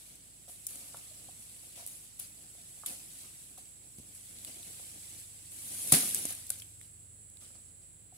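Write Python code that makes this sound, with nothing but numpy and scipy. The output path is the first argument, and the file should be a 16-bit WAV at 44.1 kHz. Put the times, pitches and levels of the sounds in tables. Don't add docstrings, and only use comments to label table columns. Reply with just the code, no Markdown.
import sys
import numpy as np
from scipy import signal
from scipy.fft import rfft, irfft, next_fast_len
from scipy.io import wavfile

SR = 44100
rng = np.random.default_rng(int(sys.argv[2]) if len(sys.argv) > 2 else 0)


def transcribe(signal):
    frames = np.atleast_2d(signal).T
    limited = np.clip(frames, -1, 1)
    pcm = np.round(limited * 32767).astype(np.int16)
    wavfile.write(sys.argv[1], SR, pcm)


N = 360287
T = np.arange(N) / SR

# (frequency [Hz], relative density [dB])
LEAF_SPECTRUM = [(150, -24), (600, -8.5), (1400, -6), (2400, 0.5), (4500, 4), (6500, 4.5), (9500, 6.5),
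                 (12000, -21), (16000, 0)]
# (frequency [Hz], relative density [dB])
CRISP_SPECTRUM = [(500, -49), (4000, -21), (6500, -8), (8000, -3.5), (9800, 3.5), (11500, -4),
                  (13500, -8.5), (16000, -17.5)]
LANDING_S = 5.9225


def amp(db):
    return 10 ** (np.asarray(db) / 20)


def unit(x):
    return x / np.sqrt(np.mean(x ** 2) + 1e-20)


def read(points, hz):
    f, value = np.transpose(points)
    return np.interp(np.log(hz + 1), np.log(f + 1), value)


def since(s):
    return np.maximum(T - s, 0)


def add(mix, s, sound):
    part = mix[:, round(s * SR):][:, :sound.shape[-1]]
    part += sound[..., :part.shape[1]]


def pan(db):
    return amp([[db / 2], [-db / 2]])


def drift(rate_hz):
    lowpass = np.exp(-(np.fft.rfftfreq(N, 1 / SR) / rate_hz) ** 2)
    return unit(irfft(rfft(rng.standard_normal(N)) * lowpass, N))


def colour(x, spectrum, size=4096):
    log_gain = np.log(amp(read(spectrum, abs(np.fft.fftfreq(size, 1 / SR)))))
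    taps = np.fft.ifft(np.exp(np.conj(signal.hilbert(log_gain)))).real[:size // 2]
    taps /= np.linalg.norm(taps)
    return signal.oaconvolve(x, taps[None], axes=1)[:, :x.shape[1]]


def pair(x, likeness):
    size = next_fast_len(x.shape[1])
    angle = np.arcsin(np.clip(read(likeness, np.fft.rfftfreq(size, 1 / SR)), 0, 1)) / 2
    z = rfft(x, size)
    return irfft(z * np.cos(angle) + z[::-1] * np.sin(angle), size)[:, :x.shape[1]]


def crackle(size, rate_hz, spread_db):
    at = np.flatnonzero(rng.random(size) < rate_hz / SR)
    strength, sign, place, side = rng.random((size, 4))[at].T
    click = amp(spread_db * np.minimum(-np.log(1 - strength), 5)) * np.sign(sign - .5)
    delay = (place * 20).astype(int)
    out = np.zeros((2, size))
    out[0, at] = click * (.5 + side)
    out[1, np.minimum(at + delay, size - 1)] = click * (1 + .5 - side)
    return unit(out)


def tear(length_s, rate_hz=11000, spread_db=1.0):
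    t = T[:round(length_s * 8 * SR) + 32]
    burst = crackle(len(t), rate_hz, spread_db) * np.exp(-t / length_s)
    burst /= np.linalg.norm(burst, axis=1, keepdims=True).clip(1e-9)
    return burst * np.sqrt((0.0015 + length_s / 2) * SR)


def ticks(size, rate_hz, spread_db, low_hz=2250, high_hz=13600, count=30):
    t, out = T[:256], np.zeros((2, size))
    for hz, cycles in zip(np.linspace(low_hz, high_hz, count), rng.uniform(0.96, 5.2, count)):
        ring = unit(np.exp(-t * hz / cycles) * np.sin(2 * np.pi * hz * t))
        out += signal.oaconvolve(crackle(size, rate_hz, spread_db), ring[None], axes=1)[:, :size]
    return unit(out)


def background():
    # (frequency [Hz], relative density [dB])
    air_spectrum = [(20, -52.5), (45, -14), (75, -4), (140, -2), (280, -9), (500, -14.5), (1000, -24.5),
                    (2000, -21), (4400, -22), (6000, -34), (16000, -24)]
    insect_spectrum = [(4000, -51), (6300, -29), (7200, -12), (7650, -3), (8050, -1.5), (8350, -7.5),
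                       (8750, -17.5), (9400, -9.5), (10000, -8.5), (10600, -17), (12000, -42), (16000, -25)]
    # (frequency [Hz], likeness [0-1])
    far_likeness = [(60, 0.46), (130, 0.37), (300, 0.15), (700, 0.15), (1500, 0.027), (15000, .05)]
    # (frequency [Hz], level before swell [dB], share of swell [0-1], rms wander [Hz])
    engine_tones = [(53.2, -73, 0, 0.32), (83.3, -73, 1, 0.48), (106, -71, 0.83, 0.5), (134, -82, 0, 0.46),
                    (150.4, -79, 0.4, 0.6)]
    # (time [s], level change [dB])
    engine_swell = [(0, -11), (.8, -0.5), (3.4, -4.5), (4.4, 3.5), (5.6, 4), (6.8, 8.5), (7.4, 3.5),
                    (8.1, 3)]
    air = amp(-65) * pair(colour(rng.standard_normal((2, N)), air_spectrum), far_likeness)
    chorus_db = -54.5 + np.interp(T, [0, 4, 7, 8.1], [-1.5, -0.073, 0.64, 0.077])
    chorus_db += 1.17 * drift(0.91) + 0.51 * drift(60)
    insects = amp(chorus_db) * colour(rng.standard_normal((2, N)), insect_spectrum) * pan(-4.5)
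    swell_db = np.interp(T, *np.transpose(engine_swell))
    engine = np.zeros(N)
    for hz, db, share, wander_hz in engine_tones:
        level_db = db + share * (swell_db + 0.88 * drift(4.8))
        phase = 2 * np.pi * np.cumsum(hz + wander_hz * drift(5.5)) / SR
        engine += amp(level_db) * np.sqrt(2) * np.sin(phase)
    return air + insects + engine


def motions():
    # (time [s], level before handling_db [dB])
    handling = [(0.0, -62), (0.31, -68.5), (0.52, -68), (0.84, -60.5), (1.39, -63.5), (1.78, -62),
                (2.22, -66.5), (2.86, -63.5), (3.05, -62), (3.22, -60), (3.70, -69.5), (3.97, -69),
                (4.63, -59), (4.96, -60), (5.15, -58.5), (5.28, -63.5), (5.5, -63.5)]
    # (time [s], level [dB], fade [s], relative crisp top [dB])
    shake_events = [(0.476, -60, 0.088, 6), (.68, -57.5, 0.21, 7.5), (1.75, -56, 0.15, -1),
                    (1.865, -66.5, 0.16, 14.5), (2.188, -53, 0.06, 5.5), (2.41, -61, .03, 2),
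                    (2.86, -50, 0.098, 4.5), (3.57, -59.5, 0.05, 1), (3.975, -62, 0.022, 0),
                    (4.14, -66, 0.051, 11.5), (4.465, -54.5, 0.065, -3), (5.503, -63, .06, 8),
                    (5.71, -59, 0.053, 12), (5.868, -53.5, 0.055, 12), (6.145, -53, 0.069, -2),
                    (6.29, -51, 0.023, -4), (6.37, -62, .05, 4), (6.505, -54.5, 0.06, -2),
                    (6.575, -60, 0.024, -10), (6.81, -65.5, 0.053, 3), (7.4, -61, 0.16, 1),
                    (7.535, -65, 0.065, -8), (7.81, -71, .05, -3), (8.135, -68, .08, 6)]
    handling_db, throw_s, let_go_s, flat_s, shake_rise_s = 1.2, 5.495, 0.27, 6.31, 0.011
    held = amp(np.interp(T, *np.transpose(handling)) + handling_db) * np.exp(-since(throw_s) / let_go_s)
    lift = amp(-65) * np.exp(-((T - 4.55) / 0.47) ** 2)
    down = T >= LANDING_S
    rush = amp(-50) * (since(throw_s) / (LANDING_S - throw_s)) ** 0.53 * ~down
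    graze = amp(-45) * np.exp(-abs(T - LANDING_S) / .03)
    sag = amp(-42.5 - 27 * since(LANDING_S) - 83 * since(flat_s)) * down
    creep = amp(-48 - 26.5 * since(LANDING_S)) * down
    ways = [(held, 2.5, -7.5), (lift, 0, -0.5), (rush, 7, -6),
            (graze, 2, -17), (sag, 5.5, -9.5), (creep, 4.5, -9.5)]
    for s, db, fade_s, crisp_db in shake_events:
        rise = np.minimum(since(s) / shake_rise_s, 1)
        ways.append((amp(db) * rise * np.exp(-since(s + shake_rise_s) / fade_s), crisp_db, -10))
    return ways


def from_left(x, share=0.13, lead_s=.00042):
    direct = np.roll(x[0], round(lead_s * SR))
    return np.array([x[0], share * direct + np.sqrt(1 - share ** 2) * x[1]])


def flutter(x, depth_db, width_hz, length_s, size=512):
    overlap = size * 3 // 4
    z = signal.stft(x, nperseg=size, noverlap=overlap)[2]
    across_hz = np.fft.fftfreq(z.shape[1], SR / size)[:, None]
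    across_time = np.fft.fftfreq(z.shape[2], size / 4 / SR)
    smooth = np.exp(-(across_hz * width_hz) ** 2 - (across_time * length_s) ** 2)
    patches = unit(np.fft.ifft2(np.fft.fft2(rng.standard_normal(z.shape[1:])) * smooth).real)
    y = signal.istft(z * amp(depth_db * patches), nperseg=size, noverlap=overlap)[1]
    return unit(y[:, :x.shape[1]])


def rustle():
    # (frequency [Hz], relative density [dB])
    brush_spectrum = [(30, -32), (100, -7.5), (160, 0.5), (215, -2), (295, 0.5), (410, -10.5), (560, -8.5),
                      (750, -8.5), (1150, -28), (4000, -19.5)]
    power = sum((amp([[0], [crisp_db], [drag_db]]) * strength) ** 2
                for strength, crisp_db, drag_db in motions())
    body, top, low = np.sqrt(power)
    rubbing = unit(rng.standard_normal((2, N)) + 0.44 * ticks(N, rate_hz=70, spread_db=0.0))
    rubbing = flutter(from_left(rubbing), depth_db=1.9, width_hz=260, length_s=.03)
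    rubbing = unit(rubbing + .33 * crackle(N, rate_hz=220, spread_db=2.0))
    rubbing = rubbing * amp(0.49 * drift(10))
    blades = flutter(rubbing, depth_db=2.4, width_hz=180, length_s=.014)
    leaves = colour(blades * body * amp(5.0), LEAF_SPECTRUM)
    tips = colour(rubbing * top * amp(5.0 + 1.04 * drift(10.0)), CRISP_SPECTRUM)
    low = np.hypot(low, amp(-76))
    drag = colour(rng.standard_normal((2, N)) * low * amp(2.7 * drift(15.0)), brush_spectrum)
    return (leaves + tips) * pan(0.089) + drag


def snaps(q=4.5):
    # (time [s], level [dB], tear decay [s], relative ring [dB],
    # ring frequency [Hz], tear pitch [Hz], relative sharp top [dB])
    snap_events = [(0.156, -48, .002, -20, 4000, 9900, 0), (0.6676, -28.5, 0.0038, -30, 6000, 9050, 12),
                   (0.7567, -38.5, 0.0017, -17, 5000, 9600, -6), (0.97, -43.5, 0.0037, -16, 3480, 9800, -6),
                   (1.495, -54, .005, -2, 3800, 9600, -3), (1.864, -32.5, 0.0014, -24, 4950, 10400, 8),
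                   (1.874, -38, .004, -24, 4950, 10300, 6), (2.195, -39, .001, -21, 4500, 10500, 3),
                   (2.1982, -31, 0.0015, -23, 4500, 10500, 5), (2.861, -29, 0.0062, -14, 3820, 9900, -6),
                   (3.577, -47, 0.0067, -17, 4000, 9800, -3), (3.985, -49, .002, -18, 4500, 9800, 0),
                   (4.386, -46.5, .003, -6, 4200, 9800, -3), (4.448, -35, 0.0012, -7, 4300, 9800, -2),
                   (4.63, -44.5, .002, -5, 4000, 9800, -2), (5.873, -34, 0.0025, -16, 4500, 10000, -2),
                   (6.1468, -20.5, 0.0014, -28, 7000, 8800, 8), (6.157, -31, .002, -20, 5970, 9300, 2),
                   (6.254, -27, 0.0025, -19, 4500, 9300, -7), (6.307, -33, .001, -22, 4000, 9800, 2),
                   (6.325, -33.5, 0.0014, -22, 4950, 10100, -2),
                   (6.3506, -37, 0.0018, -20, 4970, 10200, -4), (6.467, -41.5, 0.0047, -16, 4300, 9700, -2),
                   (6.494, -36, .0008, -24, 5000, 10600, 0), (6.503, -22.5, 0.0022, -12.5, 5270, 9550, -3),
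                   (6.587, -44, 0.0076, -25, 4500, 10000, 3), (6.599, -49.5, 0.0033, 3.5, 5430, 9800, -2),
                   (6.62, -42.5, 0.0046, -6, 3100, 9600, -3), (6.8127, -46.5, 0.0012, -9, 2100, 9000, -2),
                   (6.814, -55, .001, -3, 3500, 9300, -4), (7.3, -48.5, .001, -26, 5000, 9900, 3),
                   (7.371, -56.5, 0.0016, 2, 3900, 9800, 2)]
    average_hz, top_hz = 9660, 13400
    out, t = np.zeros((2, N)), T[:256]
    for s, db, length_s, ring_db, ring_hz, pitch_hz, top_db in snap_events:
        burst = amp(db) * pan(.8) * tear(length_s, rate_hz=16000, spread_db=.5)
        burst = np.pad(burst, ((0, 0), (0, 512)))
        ring = np.exp(-np.pi * ring_hz * t / q) * np.cos(2 * np.pi * ring_hz * t)
        ring /= np.linalg.norm(ring)
        spectrum = [(hz * pitch_hz / average_hz, level_db + top_db / (1 + (top_hz / hz) ** 10))
                    for hz, level_db in CRISP_SPECTRUM]
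        add(out, s, colour(burst, spectrum))
        add(out, s, amp(ring_db) * signal.fftconvolve(burst, ring[None], axes=1))
    return out


def grove(x, t60_s=0.37):
    t = T[:SR]
    tail = rng.standard_normal((2, SR)) * (rng.random((2, SR)) < 4000 / SR)
    tail *= amp(-60 * t / t60_s) * (1 - np.exp(-t / 0.0029))
    return signal.fftconvolve(x, tail / np.linalg.norm(tail[0]), axes=1)[:, :N]


def knocks(give_s=0.00099, detune=0.046):
    # (time [s], level [dB],
    # favoured frequency [Hz], scrape decay [s], reach of the ring [octaves])
    knock_events = [(0.48, -60, 750, 0.0066, 1), (0.493, -57.5, 760, 0.0033, .7),
                    (0.698, -70, 744, 0.4, 0.97), (0.9446, -45.5, 930, 0.001, 0.75),
                    (.948, -52, 825, 0.0012, 0.61), (0.972, -64, 1000, .008, 1.2),
                    (1.111, -61.5, 565, 0.0078, 0.44), (1.287, -52, 780, 0.00075, 0.38),
                    (1.633, -66, 720, .006, 0.91), (1.773, -62, 806, 0.018, 0.64),
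                    (1.792, -59.5, 860, 0.019, 0.45), (1.824, -58.5, 760, 0.0046, 0.42),
                    (2.551, -64, 630, 0.0048, 0.83), (2.577, -68, 600, .02, 0.67),
                    (2.774, -66, 554, 0.0054, 0.27), (2.835, -49, 1060, 0.0045, 0.58),
                    (2.905, -59, 650, 0.027, 1.2), (3.239, -66.5, 1300, 0.017, .5),
                    (3.575, -62, 950, 0.002, 0.9), (3.582, -55, 640, 0.003, 0.6),
                    (4.796, -58.5, 750, 0.004, .6), (5.927, -37, 650, 0.006, 0.82),
                    (5.9358, -39.5, 720, 0.0056, .8), (6.032, -46.5, 755, 0.0043, 1.1),
                    (6.077, -59, 800, 0.0027, 1.1), (6.137, -53, 1700, 0.0044, 0.36),
                    (6.2516, -49, 700, 0.0049, 1.1), (6.307, -55, 794, 0.01, 1.1),
                    (6.327, -61, 1700, .003, 0.35), (6.377, -64, 800, .003, 1.5),
                    (6.503, -50, 1730, .003, 0.34), (6.506, -55.5, 597, 0.0025, .5),
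                    (7.421, -66, 750, 0.016, 1.4), (7.504, -66.5, 850, .006, 1.4),
                    (7.552, -67, 700, 0.013, 1.2), (7.581, -69, 705, 0.01, 1.3),
                    (8.124, -57, 730, 0.0008, 0.22)]
    # (frequency before shift [Hz], relative level [dB], t60 at reference reach [s])
    stalk_modes = [(490, -2, 0.014), (610, 4.5, 0.021), (722, 8, 0.02), (966, 8, 0.013), (1166, 8.5, 0.016),
                   (1270, 9.5, 0.021), (1630, 6.5, 0.016)]
    even_scrape_s = 0.0057
    reference_reach, reach_power = 0.69, 0.67
    out, t = np.zeros((2, N)), T[:SR // 10]
    shifts = 1 + detune * rng.uniform(-1.64, 1, (len(knock_events), len(stalk_modes)))
    for (s, db, centre_hz, length_s, reach), shift in zip(knock_events, shifts):
        damping = (reach / reference_reach) ** reach_power
        ring = np.zeros(len(t))
        for (hz, level_db, t60_s), k in zip(stalk_modes, shift):
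            favour = 1 / (1 + (np.log2(hz / centre_hz) / reach) ** 2) ** 2
            ring += favour * amp(level_db - 60 * t / t60_s * damping) * np.sin(2 * np.pi * hz * k * t)
        ring *= 1 - np.exp(-t / give_s)
        force = tear(length_s)
        force *= length_s / even_scrape_s / np.linalg.norm(force[0])
        force[:, 0] += 1
        knock = signal.fftconvolve(force, ring[None], axes=1)
        knock /= np.linalg.norm(knock.mean(0))
        add(out, s, amp(db) * knock * np.sqrt((0.0021 + length_s / 2) * SR))
    return signal.sosfilt(signal.butter(4, 430, "high", fs=SR, output="sos"), out)


def thuds(rise_s=0.00033, below=0.75, above=1.9):
    # (time [s], level before +2.5 dB and high-pass [dB], frequency [Hz], t60 [s],
    # decay of the smaller bumps [s])
    thud_events = [(3.985, -33.5, 116, 0.011, 0.0011), (3.9988, -36, 120, 0.014, 0.0007),
                   (5.9252, -23.5, 132, 0.056, 0.0047), (5.9398, -25.5, 185, 0.03, 0.0046),
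                   (5.965, -36, 265, .06, 0.019), (6.05, -45.5, 205, 0.09, 0.018),
                   (6.14, -54, 248, .1, .06), (6.2524, -35, 275, 0.036, 0.004),
                   (6.312, -53, 240, .04, .006)]
    even_bumps_s = 0.021
    out, t = np.zeros((2, N)), T[:SR // 4]
    for s, db, hz, t60_s, length_s in thud_events:
        swing = amp(db + 2.5 - 60 * t / t60_s) * (1 - np.exp(-t / rise_s)) * np.sin(2 * np.pi * hz * t)
        band = signal.butter(2, [hz * below, hz * above], "band", fs=SR, output="sos")
        jumble = crackle(len(t), rate_hz=1800, spread_db=0.5)[0] * np.exp(-t / length_s)
        bumps = signal.sosfilt(band, jumble)
        bumps *= np.linalg.norm(swing) / np.linalg.norm(bumps)
        add(out, s, swing)
        add(out, s + .5 / hz, np.sqrt(length_s / even_bumps_s) * bumps)
    return signal.sosfilt(signal.butter(2, 88, "high", fs=SR, output="sos"), out)


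def landing():
    # (time after landing [s], level before layer gains [dB],
    # decay [s], relative splitting wood [dB])
    crack_events = [(-.0016, -19, 0.00065, -18), (.0003, -11, 0.0022, -21), (.0016, -12, 0.0038, -23),
                    (0.016, -32, 0.002, -1), (0.022, -35, .0015, 3.5), (.028, -34, .0015, -4),
                    (0.043, -29, .002, -13)]
    # (frequency [Hz], relative density [dB])
    split_spectrum = [(200, -23), (700, -12), (1100, -7), (1500, 0), (2100, 0), (2700, 2), (3400, -12),
                      (5000, -11), (12000, -33)]
    clatter_spectrum = [(30, -22), (75, -20), (120, -7.5), (260, 0.5), (390, -11.5), (490, -9), (620, -16),
                        (790, -10), (1100, -20), (1600, -22), (2600, -18), (5000, -11), (12000, -19.5)]
    crack, split, slap, late, crushed = np.zeros((5, 2, N))
    t = T[:SR]
    for after_s, db, length_s, wood_db in crack_events:
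        burst = amp(db) * tear(length_s, rate_hz=32000, spread_db=-1)
        add(crack, LANDING_S + after_s, burst)
        add(split, LANDING_S + after_s, amp(wood_db) * burst)
    slaps = crackle(len(t), rate_hz=7000, spread_db=1.8)
    add(slap, LANDING_S, slaps * np.exp(-t / 0.04) * (1 - np.exp(-t / 0.0024)))
    slap *= amp(1.4 * drift(120)) * np.minimum(since(LANDING_S) / 0.012, 1)
    add(late, LANDING_S, ticks(len(t), rate_hz=4.9, spread_db=-3.0) * np.exp(-t / 0.17))
    add(crushed, LANDING_S, crackle(len(t), rate_hz=160, spread_db=2.5) * np.exp(-t / 0.18))
    bright = colour(crack + amp(-19.0) * slap, CRISP_SPECTRUM)
    dull = colour(amp(-13) * crack + amp(-23.0) * slap + amp(-45) * late, LEAF_SPECTRUM)
    body = colour(amp(-22) * crack + amp(-31) * slap + amp(-49.0) * crushed, clatter_spectrum)
    crunch = colour(split + amp(-39.5) * slap, split_spectrum)
    return (bright + dull) * pan(0.5) + body + crunch


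def settling():
    twigs = ticks(N, rate_hz=20, spread_db=1.2, low_hz=1400, high_hz=6000)
    clumps = unit(amp(5 * np.clip(drift(20), -2, 2)))
    level_db = -48.5 - 27.5 * since(LANDING_S) - 90 * since(6.55)
    return twigs * clumps * amp(level_db) * (T >= LANDING_S)


def scene():
    # (frequency [Hz], likeness [0-1])
    near_likeness = [(200, 0.9), (600, 0.61), (1200, 0.022), (3000, 0.019), (15000, 0.022)]
    breaks, fall, wood = snaps(), landing() + settling(), knocks()
    echo = grove(amp(-10.0) * breaks + amp(-9.0) * fall + amp(-8) * wood)
    return pair(rustle() + breaks + fall + wood + echo, near_likeness) + thuds() + background()


def record(dry, ceiling=.95):
    rounded = dry / (1 + (dry / ceiling) ** 4) ** (1 / 4)
    taps = signal.firwin(301, 15750, window=("kaiser", 8), fs=SR)
    return signal.oaconvolve(rounded, taps[None], "same", axes=1)


dry = scene()
out = record(dry)
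transcribe(out)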